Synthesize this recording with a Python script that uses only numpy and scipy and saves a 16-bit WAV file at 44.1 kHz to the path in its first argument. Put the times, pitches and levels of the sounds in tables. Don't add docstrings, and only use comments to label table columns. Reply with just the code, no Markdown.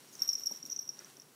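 import sys
import numpy as np
from scipy import signal
from scipy.fft import rfft, irfft
from scipy.io import wavfile

SR = 44100
rng = np.random.default_rng(int(sys.argv[2]) if len(sys.argv) > 2 else 0)


def generate_wav(signal):
    frames = np.transpose(np.atleast_2d(signal))
    scaled = np.clip(frames, -1, 1) * 32767
    pcm = np.round(scaled).astype(np.int16)
    wavfile.write(sys.argv[1], SR, pcm)


N = 59535

# frequency in Hz, relative level in dB.
ROOM_TONE_EQ = [(20, -26), (50, -32), (85, -16), (125, -2), (260, 0), (400, -1.5), (650, -7.5), (1100, -9),
                (2200, -14), (5000, -13.5), (10000, -14.5), (15000, -15.5), (16400, -21.5)]
# frequency in Hz, level in dB.
HUM_TONES = [(143, -80), (251, -80.5), (377, -77), (1060, -84)]
# delay in seconds, gain in dB.
REFLECTIONS = [(.0034, -12), (.0052, -17.5)]

# time in seconds, level in dB.
CLOTH_LEVEL = [(0, -61.5), (.11, -63), (.15, -63), (.23, -55.5), (.30, -61), (.37, -63), (.41, -59.5),
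               (.47, -67.5), (.53, -58.5), (.60, -65), (.72, -65.5), (.85, -77), (.96, -65.5), (1.0, -59.5),
               (1.04, -63.5), (1.09, -60), (1.14, -63), (1.25, -78), (1.35, -92)]
# frequency in Hz, relative level in dB.
CLOTH_EQ = [(40, -18), (200, -5.5), (700, -1.5), (1500, -1), (2600, -2), (5000, -1), (9000, -2),
            (14000, -10.5), (16000, -18)]
# time in seconds, level in dB.
SLIPPER_LEVEL = [(0, -91), (.17, -75), (.22, -64.5), (.27, -69), (.31, -88), (.96, -85), (1.005, -60),
                 (1.025, -62), (1.045, -68), (1.07, -62.5), (1.13, -80), (1.35, -74)]
# frequency in Hz, relative level in dB.
SLIPPER_EQ = [(100, -22), (300, -0.5), (700, -6), (1100, -1), (1500, 1.5), (2000, -4), (2600, -6.5),
              (4000, -8), (9000, -24)]
# start in seconds, relative level in dB, treble roll-off corner in Hz.
BUMP_HITS = [(.04, -53.5, 400), (0.158, -59, 200), (0.204, -45.5, 330), (.509, -42.5, 1090),
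             (.638, -42.5, 310), (0.673, -48, 326), (1.015, -52, 404), (1.179, -53.5, 605),
             (1.30, -55, 200)]
# frequency in Hz, relative level in dB, T60 in seconds.
CUBE_FLOOR_MODES = [(146.3, -10, 0.11), (233, -3, .12), (300, -6, 0.13), (440, 1.5, 0.061),
                    (537, 1.5, 0.035), (658, -1.5, 0.041), (774, 3, 0.03), (874, 0.5, 0.043),
                    (977, -2.5, 0.044), (1270, -12, .06)]

# start in seconds, level in dB, decay time in seconds.
SKIDS = [(0.12, -58.5, 0.069), (.277, -53.5, 0.034), (0.328, -47.5, 0.015), (0.382, -54.5, .012),
         (0.464, -48.5, 0.011), (.511, -59, 0.026), (0.568, -55, .008), (0.661, -53.5, 0.017)]
# frequency in Hz, relative level in dB.
SKID_EQ = [(1000, -28), (4000, -14), (5000, -1), (6600, 4), (7600, -7), (10000, -4), (12500, -9),
           (15000, -1), (16000, -12)]
# time in seconds, relative level in dB.
ROLL_LEVEL = [(0, -67), (.17, -63), (.27, -61), (.315, -44), (.39, -45), (.43, -54), (.50, -51), (.60, -65),
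              (.68, -58.5), (.73, -55), (.82, -53), (.95, -70), (1.35, -85)]
# start in seconds, ping pitch in Hz, then relative levels in dB
PELLET_BLOWS = [ (.1375, 6400, -47, -78, -87), (0.153, 5800, -37, -72, -80), (.1935, 5540, -35, -60, -75),
                (0.2024, 5600, -37.5, -58, -75), (0.2193, 5533, -16, -38, -68),
                (.2328, 5750, -30.5, -47, -75), (0.2759, 5580, -30, -42, -55),
                (.2805, 5750, -32, -47.5, -58), (.2830, 5616, -32.5, -64, -60),
                (0.2896, 5600, -15.5, -72, -66), (0.2983, 5540, -21.5, -66, -72),
                (0.3041, 5590, -39, -53, -76), (0.3111, 5530, -30, -55, -72), (0.3166, 5500, -36, -50, -69),
                (0.3223, 5440, -34, -53, -70), (0.3299, 5650, -24, -55, -51.5),
                (0.3327, 5400, -31, -54, -71), (0.3526, 5620, -24, -55, -68),
                (.3625, 5673, -41.5, -58, -60), (0.3795, 5590, -34, -56, -72),
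                (0.3882, 5760, -41, -54, -59), (0.3955, 5510, -33, -48, -64), (.4098, 5560, -40, -58, -73),
                (0.4348, 5660, -29.5, -52, -62), (.4550, 5650, -37.5, -64, -72),
                (0.4585, 5620, -26, -47, -39.5), (0.4616, 5500, -26.5, -76, -66),
                (.4665, 5710, -29, -61, -58), (0.4695, 5590, -19.5, -54, -48.5),
                (0.474, 5540, -31, -62, -77), (.4787, 5730, -46, -60, -81), (0.4894, 5560, -51, -61, -62),
                (0.5119, 5620, -34.5, -46, -66), (0.5197, 5680, -31, -61, -66),
                (0.5224, 5670, -36, -69, -70), (0.5592, 5700, -38.5, -60, -61),
                (0.5693, 5620, -39.5, -64, -55), (0.5736, 5680, -41, -68, -70),
                (0.6274, 5620, -34, -63, -78), (0.6526, 5730, -35, -55, -75),
                (.6593, 5647, -35.5, -56, -68), (0.6977, 5540, -37, -59, -78), (.7000, 5720, -30, -57, -83),
                (0.7094, 5717, -37, -66, -79), (0.7123, 5910, -32, -62, -74), (0.7163, 5730, -31, -52, -76),
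                (0.7203, 5770, -26.5, -66, -76), (0.7263, 5730, -24.5, -58, -63),
                (0.733, 5764, -47, -54, -80), (0.7619, 5880, -27, -74, -75), (0.767, 5620, -35, -75, -83),
                (.7900, 5720, -26.5, -56, -83), (.7930, 5660, -29, -63, -76), (0.8094, 6000, -45, -59, -63),
                (0.8154, 5470, -45, -52, -78), (0.8267, 5670, -35.5, -67, -78),
                (0.841, 5780, -45, -77, -80), (0.8761, 5700, -37, -61, -78), (0.8905, 5653, -25, -58, -80),
                (0.9002, 5658, -38.5, -73, -76), (.9908, 5710, -33.5, -70, -78),
                (1.0457, 5820, -38.5, -70, -78), (1.1690, 5786, -43.5, -55, -77),
                (1.1983, 5595, -38.5, -72, -80), (1.2027, 5700, -47, -78, -80),
                (1.2190, 5770, -42.5, -73, -83)]
# frequency in Hz, relative level in dB, T60 in seconds.
BRIGHT_MODES = [(13140, -4.5, 0.094), (13350, 1.5, 0.041), (14200, -15, 0.026), (14930, -13, .04)]
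SIDE_OVERTONE_MODES = [(11435, -4.5, 0.11), (11000, -13, 0.058), (11570, -11.5, 0.16), (7800, -8.5, 0.019),
                       (15000, -13, 0.03)]
AFTER_RING_MODES = [(5600, -24.5, 0.1), (5620, -27, 0.12), (5860, -35, 0.1), (6446, -41.5, 0.14)]
# frequency in Hz, gain in dB.
SHELL_EQ = [(1000, -20), (4400, -2.5), (4850, -5), (5150, 0.5), (5850, -0.5), (6080, -2), (6500, 5),
            (7200, 7), (9000, -12), (16000, -10)]
# time in seconds, factor on ping length (squared, on overtone and after-ring gain).
BELL_FREEDOM = [(.15, 0.45), (.2, 0.98), (.47, 1.074), (.89, 0.951), (.99, 0.697), (1.2, 0.66)]

PING_RISE_S, PING_T60_S = 0.0016, 0.015


def undb(db):
    return 10 ** (np.asarray(db) / 20)


def unit(x):
    return x / np.sqrt(np.mean(x ** 2))


def fade(t, t60):
    return np.exp(-np.log(1000) * t / t60)


def envelope(rows):
    return undb(np.interp(np.arange(N) / SR, *np.array(rows).T))


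def eq(x, points):
    hz, db = np.array(points).T
    bins = np.maximum(np.fft.rfftfreq(N, 1 / SR), 1)
    return irfft(rfft(x) * undb(np.interp(np.log(bins), np.log(hz), db)), N)


def noise(points):
    return unit(eq(rng.standard_normal(N), points))


def crackle(per_s):
    return (rng.random(N) < per_s / SR) * rng.standard_normal(N)


def add(out, start, x):
    i = int(start * SR)
    out[i:i + len(x)] += x[:N - i]


def ring(modes, t, phases):
    return sum(undb(db) * fade(t, t60) * np.sin(2 * np.pi * (hz * t + phase))
               for (hz, db, t60), phase in zip(modes, phases))


def room_tone(air_db=-62):
    t = np.arange(N) / SR
    hum = sum(undb(db) * np.sqrt(2) * np.sin(2 * np.pi * (hz * t + rng.random()))
              for hz, db in HUM_TONES)
    return undb(air_db) * noise(ROOM_TONE_EQ) + hum


def room_reverb(x, tail_db=-10.5, t60_s=0.38, predelay_s=0.006):
    t = np.arange(SR // 2) / SR
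    tail = rng.standard_normal(len(t)) * fade(t, t60_s)
    response = np.zeros(N)
    add(response, predelay_s, undb(tail_db) * tail / np.linalg.norm(tail))
    for delay, db in REFLECTIONS:
        add(response, delay, undb([db]))
    return x + signal.fftconvolve(x, response)[:N]


def cloth_rustle(snaps_per_s=900, snap_gain=0.54):
    snaps = snap_gain * unit(crackle(snaps_per_s))
    hiss = rng.standard_normal(N)
    return envelope(CLOTH_LEVEL) * unit(eq(hiss + snaps, CLOTH_EQ))


def slipper_scuff():
    return envelope(SLIPPER_LEVEL) * noise(SLIPPER_EQ)


def floor_bumps(attack_s=0.0021, low_cut_hz=123):
    out, t = np.zeros(N), np.arange(SR // 3) / SR
    attack = np.minimum(t / attack_s, 1)
    for start, db, corner_hz in BUMP_HITS:
        dulled = [(hz, mode_db - 10 * np.log10(1 + (hz / corner_hz) ** 8), t60)
                  for hz, mode_db, t60 in CUBE_FLOOR_MODES]
        add(out, start, undb(db) / 2 * attack * ring(dulled, t, rng.random(len(dulled))))
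    return signal.sosfilt(signal.butter(3, low_cut_hz, "highpass", fs=SR, output="sos"), out)


def pellet_skids():
    pressure, t = np.zeros(N), np.arange(SR // 8) / SR
    for start, db, decay_s in SKIDS:
        progress = t / decay_s
        add(pressure, start, undb(db) * np.minimum(10 * progress, 1) * np.exp(-progress ** 2))
    return pressure * noise(SKID_EQ)


def ping(hz, t, freedom):
    rise_s = PING_RISE_S * freedom
    attack = np.sin(np.pi / 2 * np.minimum(t / rise_s, 1)) ** 2
    since_peak = t - rise_s
    decay = fade(np.maximum(since_peak, 0), PING_T60_S * freedom)
    return attack * decay * np.sin(2 * np.pi * hz * since_peak)


def pellet_roll(t, contacts_per_s=700, pitch_hz=5657):
    contacts = crackle(contacts_per_s) * envelope(ROLL_LEVEL)
    return signal.fftconvolve(contacts, ping(pitch_hz, t, freedom=0.98))[:N]


def bell(tick_relative_db=-39, tick_t60_s=0.008):
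    notes, treble, t = np.zeros(N), np.zeros(N), np.arange(SR // 4) / SR
    attack = np.minimum(t / PING_RISE_S, 1)
    roll = pellet_roll(t)
    for start, hz, db, bright_db, side_db in PELLET_BLOWS:
        phases = rng.random((3, len(SIDE_OVERTONE_MODES)))
        freedom = np.interp(start, *np.array(BELL_FREEDOM).T)
        ring_gain = freedom ** 2 * attack
        bright = undb(bright_db) * ring(BRIGHT_MODES, t, phases[0])
        side = undb(side_db) * ring(SIDE_OVERTONE_MODES, t, phases[1])
        after_ring = ring(AFTER_RING_MODES, t, phases[2])
        tick = undb(db + tick_relative_db) * fade(t, tick_t60_s) * rng.standard_normal(len(t))
        add(notes, start, undb(db) * (ping(hz, t, freedom) + ring_gain * after_ring))
        add(treble, start, tick + ring_gain * (bright + side))
    return eq(notes + roll, SHELL_EQ) + treble


def scene():
    bed = room_tone() + cloth_rustle()
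    action = room_reverb(floor_bumps() + bell() + pellet_skids())
    return (bed + action + slipper_scuff())[None]


def record(dry):
    high_cut_hz = 15600
    return signal.sosfilt(signal.ellip(8, .2, 60, high_cut_hz, fs=SR, output="sos"), dry)


dry = scene()
out = record(dry)
generate_wav(out)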